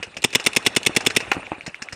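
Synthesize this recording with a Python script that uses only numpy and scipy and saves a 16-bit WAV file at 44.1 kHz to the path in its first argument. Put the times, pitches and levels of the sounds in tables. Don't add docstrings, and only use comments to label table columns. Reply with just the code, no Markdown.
import sys
import numpy as np
from scipy import signal
from scipy.fft import rfft, irfft, next_fast_len
from scipy.io import wavfile
from scipy.ndimage import uniform_filter1d

SR = 44100
rng = np.random.default_rng(int(sys.argv[2]) if len(sys.argv) > 2 else 0)


def persist_wave(psi):
    counts = np.round(np.clip(psi, -1, 1) * 32767).astype(np.int16)
    wavfile.write(sys.argv[1], SR, np.atleast_2d(counts).T)


def linear_from_db(decibels):
    return 10 ** (np.asarray(decibels, float) / 20)


N = 85995


def unit(x):
    return x / np.sqrt(np.mean(x ** 2) + 1e-20)


def filtered(x, response):
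    size = next_fast_len(N + SR // 2)
    hz = np.fft.rfftfreq(size, 1 / SR)
    return irfft(rfft(x, size) * response(hz), size)[:N]


def resonant(x, peaks):
    def response(f):
        total = 0
        for k, (centre_hz, width_hz, level_db) in enumerate(peaks):
            damping = 1j * f * width_hz
            total = total + (-1) ** k * linear_from_db(level_db) * damping / (centre_hz ** 2 - f * f + damping)
        return total / np.sqrt(np.mean(np.abs(total) ** 2))
    return filtered(x, response)


def dulled(x, edge_hz):
    return filtered(x, lambda f: 1 / (1 - (f / edge_hz) ** 2 + 1.3j * f / edge_hz))


def puffs(events, parts, peaks):
    scatter_s, scatter_db = 0.00016, 1.14
    power, t = np.zeros(N), np.arange(N) / SR
    chance = rng.standard_normal((len(events), len(parts), 2))
    for (start_s, event_db), row in zip(events, chance):
        for (delay_s, part_db, rise_s, t60_s), (late, loud) in zip(parts, row):
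            i = max(round((start_s + delay_s + scatter_s * late) * SR), 0)
            u = t[:min(N - i, SR // 4)]
            decay = linear_from_db(event_db + part_db + scatter_db * loud - 60 * u / t60_s)
            power[i:i + len(u)] += (decay * (1 - np.exp(-u / rise_s))) ** 2
    return resonant(np.sqrt(power) * rng.standard_normal(N), peaks)


def rings(rows, rise_s):
    out, t = np.zeros(N + SR), np.arange(SR // 4) / SR
    for start_s, pitch_hz, level_db, t60_s in rows:
        envelope = linear_from_db(level_db - 60 * t / t60_s) * (1 - np.exp(-t / rise_s))
        out[round(start_s * SR):][:len(t)] += envelope * np.sin(2 * np.pi * pitch_hz * t)
    return out[:N]


def struck(events, modes, rise_s, spread, spread_db):
    vary = rng.standard_normal((len(events), len(modes), 2))
    rows = []
    for (start_s, event_db), row in zip(events, vary):
        for (delay_s, pitch_hz, level_db, t60_s), (a, b) in zip(modes, row):
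            level = event_db + level_db + spread_db * b
            rows.append((start_s + delay_s, pitch_hz * (1 + spread * a), level, t60_s))
    return rings(rows, rise_s)


def patchy_noise():
    spectrum = signal.stft(rng.standard_normal(N), nperseg=256)[2]
    patches = uniform_filter1d(rng.standard_normal(spectrum.shape), 5, 0)
    patches = unit(uniform_filter1d(patches, 6, 1))
    return signal.istft(spectrum * linear_from_db(4 * patches), nperseg=256)[1][:N]


# start_s, level_db
FIREFIGHT_LEVEL = [(0.0, -42.5), (0.292, -47.5), (0.4, -40), (0.798, -39), (1.014, -37.5), (1.346, -37.5),
                   (1.548, -41.5), (1.672, -45.5), (1.95, -45.5)]
# pitch_hz, level_db (per Hz)
FIREFIGHT_LOW = [(15, -46), (25, -7.5), (276, -11.5), (830, -9.5), (909, -13), (2000, -11), (2600, -37),
                 (4400, -120)]
# pitch_hz, width_hz, level_db
FIREFIGHT_HIGH = [(2534, 380, 2.5), (4200, 1300, -19), (6000, 1400, -36), (9200, 1040, -17)]


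def far_firefight():
    times, busy_db = np.transpose(FIREFIGHT_LEVEL)
    corner_hz, corner_db = np.transpose(FIREFIGHT_LOW)

    def distance(hz):
        level_db = np.interp(np.log(hz + 1), np.log(corner_hz + 1), corner_db)
        return linear_from_db(level_db) / (1 + (hz / 2300) ** 6)
    low = unit(filtered(patchy_noise(), distance))
    high = unit(resonant(patchy_noise(), FIREFIGHT_HIGH))
    busy = linear_from_db(np.interp(np.arange(N) / SR, times, busy_db))
    return busy * (linear_from_db(-2) * low + linear_from_db(-6.5) * high)


def echoes(x):
    level_db, rise_s, t60_s, edge_hz = -24.5, 0.047, 0.52, 4550
    t = np.arange(SR // 2) / SR
    tail = rng.standard_normal(len(t)) * linear_from_db(-60 * t / t60_s) * (1 - np.exp(-t / rise_s))
    wet = signal.fftconvolve(x, tail / np.linalg.norm(tail))[:N]
    return linear_from_db(level_db) * filtered(wet, lambda hz: 1 / (1 + 1j * hz / edge_hz))


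# start_s, level_db
FAR_POPS = [(.1425, -29.5), (.918, -26), (1.224, -26), (1.251, -27), (1.268, -30), (1.696, -30),
            (1.33, -15), (1.4675, -19), (1.6093, -18.5), (1.7447, -15.5), (1.8868, -17)]
# pitch_hz, level_db, t60_s
POP_TONES = [
    (2250, 4.5, 0.0065),
    (1850, -8, .005),
    (5340, -17, 0.0046),
]
# delay_s, level_db, rise_s, t60_s
POP_AIR = [
    (0, -14, 0.00042, 0.004),
    (.003, -27, 0.0025, 0.098),
]
# pitch_hz, width_hz, level_db
POP_COLOUR = [(1800, 800, -8), (2600, 710, 6)]


def far_pops():
    vary = rng.standard_normal((len(FAR_POPS), len(POP_TONES)))
    rows = []
    for (start_s, event_db), row in zip(FAR_POPS, vary):
        for (pitch_hz, level_db, t60_s), a in zip(POP_TONES, row):
            rows.append((start_s, pitch_hz * (1 + 0.032 * a), event_db + level_db, t60_s))
    return rings(rows, rise_s=0.00046) + puffs(FAR_POPS, POP_AIR, POP_COLOUR)


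# start_s, level_db
RATTLES = [(.004, -50), (.066, -45), (.145, -45), (.489, -39), (1.333, -26.5), (1.346, -36), (1.355, -40),
           (1.539, -55), (1.653, -50), (1.7, -44), (1.856, -48), (1.912, -47)]
# pitch_hz, width_hz, level_db
LOADER_SHELL = [(4300, 800, 0), (5840, 740, 3), (8200, 1700, -4)]


def loader_rattles():
    knock = [(0.00073, 0, 0.0004, 0.013)]  # delay_s, level_db, rise_s, t60_s
    return puffs(RATTLES, knock, LOADER_SHELL)


# start_s, drum pitch_hz, drum
# level_db, slap level_db
BUNKER_HITS = [(.001, 181, -35.5, -45), (.169, 209, -35.5, -43), (1.3, 201, -38.5, -52),
               (1.821, 236, -33, -44), (1.43, 600, -33, -34), (.8945, 329, -20, -37),
               (1.3671, 301, -19, -36), (1.378, 284, -24, -30), (1.5176, 317, -20, -21.5),
               (1.53, 300, -30, -40), (1.6845, 200, -30, -55), (1.582, 258, -36, -41),
               (1.6784, 237, -24, -55), (1.93, 97.4, -30.5, -42)]
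# pitch ratio, level_db, t60_s
SKIN_MODES = [(1.01, 2, .034), (1.61, -4.5, .025), (2.6, -5, .022), (.62, -8, .04), (.4, -16, .06)]
# delay_s, level_db, rise_s, t60_s
SLAP_AIR = [
    (0, 8.5, 0.00028, 0.0086),
    (.002, -12, 0.0034, 0.19),
]
# pitch_hz, width_hz, level_db
SLAP_COLOUR = [(810, 440, 8), (2600, 610, 1.5)]


def bunker_hits():
    drums = []
    for start_s, pitch_hz, drum_db, _ in BUNKER_HITS:
        for ratio, level_db, t60_s in SKIN_MODES:
            drums.append((start_s, pitch_hz * ratio, drum_db + level_db, t60_s))
    slap_events = [(start_s, slap_db) for start_s, _, _, slap_db in BUNKER_HITS]
    slaps = puffs(slap_events, SLAP_AIR, SLAP_COLOUR)
    return rings(drums, rise_s=0.00031) + dulled(slaps, 3400)


# delay_s, pitch_hz, level_db, t60_s
SPLAT_RING = [(.002, 420, -11, .026), (.0025, 810, -6, .03), (.0025, 1030, -6, .022),
              (.0025, 1410, -6, .026), (0, 2240, -4, .006), (0, 2580, -4, .009)]
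# delay_s, level_db, rise_s, t60_s
SPLAT_AIR = [
    (0, 4.5, 0.00034, .008),
    (.003, 1, 0.0005, 0.013),
    (.003, -15.5, .003, .11),
]
# pitch_hz, width_hz, level_db
SPLAT_COLOUR = [(1160, 1100, 2), (2600, 810, 2.5), (4100, 480, -10), (6400, 4000, -18.5),
                (13000, 5700, -22)]


def ball_burst():
    start_s, burst_db = 1.3155, -6.5
    rows = []
    for delay_s, pitch_hz, level_db, t60_s in SPLAT_RING:
        rows.append((start_s + delay_s, pitch_hz, burst_db + level_db, min(t60_s, .04)))
    return rings(rows, rise_s=0.00022) + puffs([(start_s, burst_db)], SPLAT_AIR, SPLAT_COLOUR)


# delay_s, level_db, rise_s, t60_s
MUZZLE_AIR = [
    (0.00049, -3.5, 0.00036, 0.015),
    (.0055, -5, 0.00041, 0.016),
    (0.0153, -14.5, 0.0024, 0.016),
    (0.004, -18, 0.0031, .1),
]
# delay_s, level_db, rise_s, t60_s
VENT_AIR = [
    (0, -17, 0.00088, 0.018),
    (.0038, -8, .0008, 0.012),
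    (.007, -21, .002, .06),
    (.014, -22, .002, .03),
]
# pitch_hz, width_hz, level_db
VENT_COLOUR = [(5250, 730, 0.5), (7080, 840, -4), (8300, 1030, -6.5), (11900, 4000, -36)]
# delay_s, pitch_hz, level_db, t60_s
REPORT_RING = [
    (.0002, 1900, -3, .004),
    (.0038, 5250, -9, 0.0073),
    (.0055, 1700, -9, .012),
]


def other_marker(shots, muzzle):
    reports = [(start_s, report_db) for start_s, report_db, _ in shots]
    vents = [(start_s, vent_db) for start_s, _, vent_db in shots]
    air = puffs(reports, MUZZLE_AIR, muzzle) + puffs(vents, VENT_AIR, VENT_COLOUR)
    metal = struck(vents, REPORT_RING, .0003, .03, 1.5)
    return dulled(air - metal, 11000)


# start_s, report level_db, vent level_db
NEIGHBOUR_SHOTS = [(.0268, -14, -16.5), (.167, -16.5, -18), (.3308, -20, -16), (.3974, -16.5, -17)]
# pitch_hz, width_hz, level_db
NEIGHBOUR_BARREL = [(455, 200, -4.5), (1600, 660, -8.5), (2680, 370, 0)]
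# start_s, report level_db, vent level_db
FLANK_SHOTS = [(1.0052, -16, -15.5), (1.1005, -13, -14), (1.2022, -15, -16), (1.6628, -19, -15),
               (1.8194, -19.5, -15.5), (1.9238, -20, -16)]
# pitch_hz, width_hz, level_db
FLANK_BARREL = [(460, 200, -4), (1700, 315, 0), (2500, 390, -1.5), (4270, 320, -10)]


def other_players():
    neighbour = other_marker(NEIGHBOUR_SHOTS, NEIGHBOUR_BARREL)
    return neighbour + other_marker(FLANK_SHOTS, FLANK_BARREL)


# start_s, level_db
TRIGGER_CLICKS = [(.2198, -19), (.3045, -26), (.3284, -19), (.4412, -16), (.5316, -13.5), (.6265, -30),
                  (.6565, -17), (.8305, -13.5), (1.197, -25)]
# delay_s, level_db, rise_s, t60_s
CLICK_PARTS = [
    (0, -8.5, .0001, 0.018),
    (.004, -18, .002, .025),
]
# pitch_hz, width_hz, level_db
SWITCH_COLOUR = [(2600, 390, 3.5), (4200, 630, -0.5), (7400, 2800, -8), (10900, 4000, -21)]


def trigger():
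    return puffs(TRIGGER_CLICKS, CLICK_PARTS, SWITCH_COLOUR)


# start_s, level_db
SHOTS = [(.2408, 0), (.3496, 0), (.4629, 0), (.5629, 0), (.663, 0), (.7631, -0.5), (.8632, 0), (.9633, 0),
         (1.0636, 0), (1.1635, 0.5)]
# delay_s, level_db, rise_s, t60_s
SHOT_AIR = [
    (-.0118, -22, .0004, .008),
    (0, -5, .0002, .007),
    (.0012, -5, .0006, .012),
    (.0032, -9, .0005, .014),
    (.0057, -1.5, .0004, .013),
]
# pitch_hz, width_hz, level_db
BARREL = [(772, 480, -10), (2100, 300, -2), (2700, 500, -2), (3506, 400, -2), (4300, 364, -9),
          (5340, 490, -7), (7200, 1700, -11), (9230, 950, -8), (13000, 5600, -22)]
# delay_s, level_db, rise_s, t60_s
SHOT_HISS = [
    (-.0143, -25, .002, .02),
    (-.0035, -28, .001, .02),
    (.0118, -19, .001, .02),
    (.016, -25, .001, .028),
    (.001, -34, .004, .12),
]
# pitch_hz, width_hz, level_db
BODY = [(900, 900, -6), (2090, 400, -4), (2600, 400, 0), (3510, 600, -4), (5400, 1200, -8),
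        (8800, 1200, -9)]
# delay_s, pitch_hz, level_db, t60_s
SHOT_RING = [(.0003, 3270, -6, .005), (.0011, 2320, 5, .0055), (.0046, 2082, -12, .012),
             (.0058, 2075, -5, .013), (.0058, 2620, -7, .013), (.0058, 3525, -1.5, .013),
             (.0058, 5290, -5, .012), (.0058, 6970, -11, .008), (0.0123, 2600, -22, .02)]
# delay_s, pitch_hz, level_db, t60_s
SHOT_THUMP = [(-.0155, 400, -23, .011), (-.0006, 452, -15.5, .012), (.0064, 345, -5, .016),
              (.0066, 430, -14, .025), (.0062, 258, -15, .035), (.003, 118, -25, .06)]


def marker():
    blast = puffs(SHOTS, SHOT_AIR, BARREL)
    leaks = dulled(puffs(SHOTS, SHOT_HISS, BODY), 10500)
    metal = struck(SHOTS, SHOT_RING, 0.00069, 0.013, 1.45)
    thump = struck(SHOTS, SHOT_THUMP, 0.00097, 0.01, 0.98)
    return blast + leaks + metal - thump


def scene():
    distant = far_pops() + loader_rattles() + bunker_hits() + ball_burst() + other_players()
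    hits = distant + trigger() + marker()
    return (far_firefight() + hits + echoes(hits))[None]


def housing(f):
    port_hz, port_width_hz, port_db = 2835, 490, 3
    notch_hz, notch_width_hz, dull_hz = 3174, 270, 10100
    port = 1j * f * port_width_hz
    lift = 1 + (linear_from_db(port_db) - 1) * port / (port_hz ** 2 - f * f + port)
    notch = 1j * f * notch_width_hz
    dip = 1 - .5 * notch / (notch_hz ** 2 - f * f + notch)
    r = f / dull_hz
    return lift * dip / (1 - r * r + 1j * r * 1.1) ** 2


def overload(x):
    ceiling, hardness = 0.49, 5.5
    return x / (1 + np.abs(x / ceiling) ** hardness) ** (1 / hardness)


def band_limits(hz):
    top_hz, roll_hz, lowcut_hz = 16400, 15500, 54.6
    treble = (hz < top_hz) / (1 + (hz / roll_hz) ** 40)
    return treble * (1j * hz / (lowcut_hz + 1j * hz)) ** 2


def band_limit(x):
    return signal.sosfilt(signal.butter(12, 16470, fs=SR, output="sos"), x)


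def record(dry):
    x = overload(filtered(dry[0], housing))
    mix = filtered(x, band_limits)[None]
    return band_limit(mix)


dry = scene()
out = record(dry)
persist_wave(out)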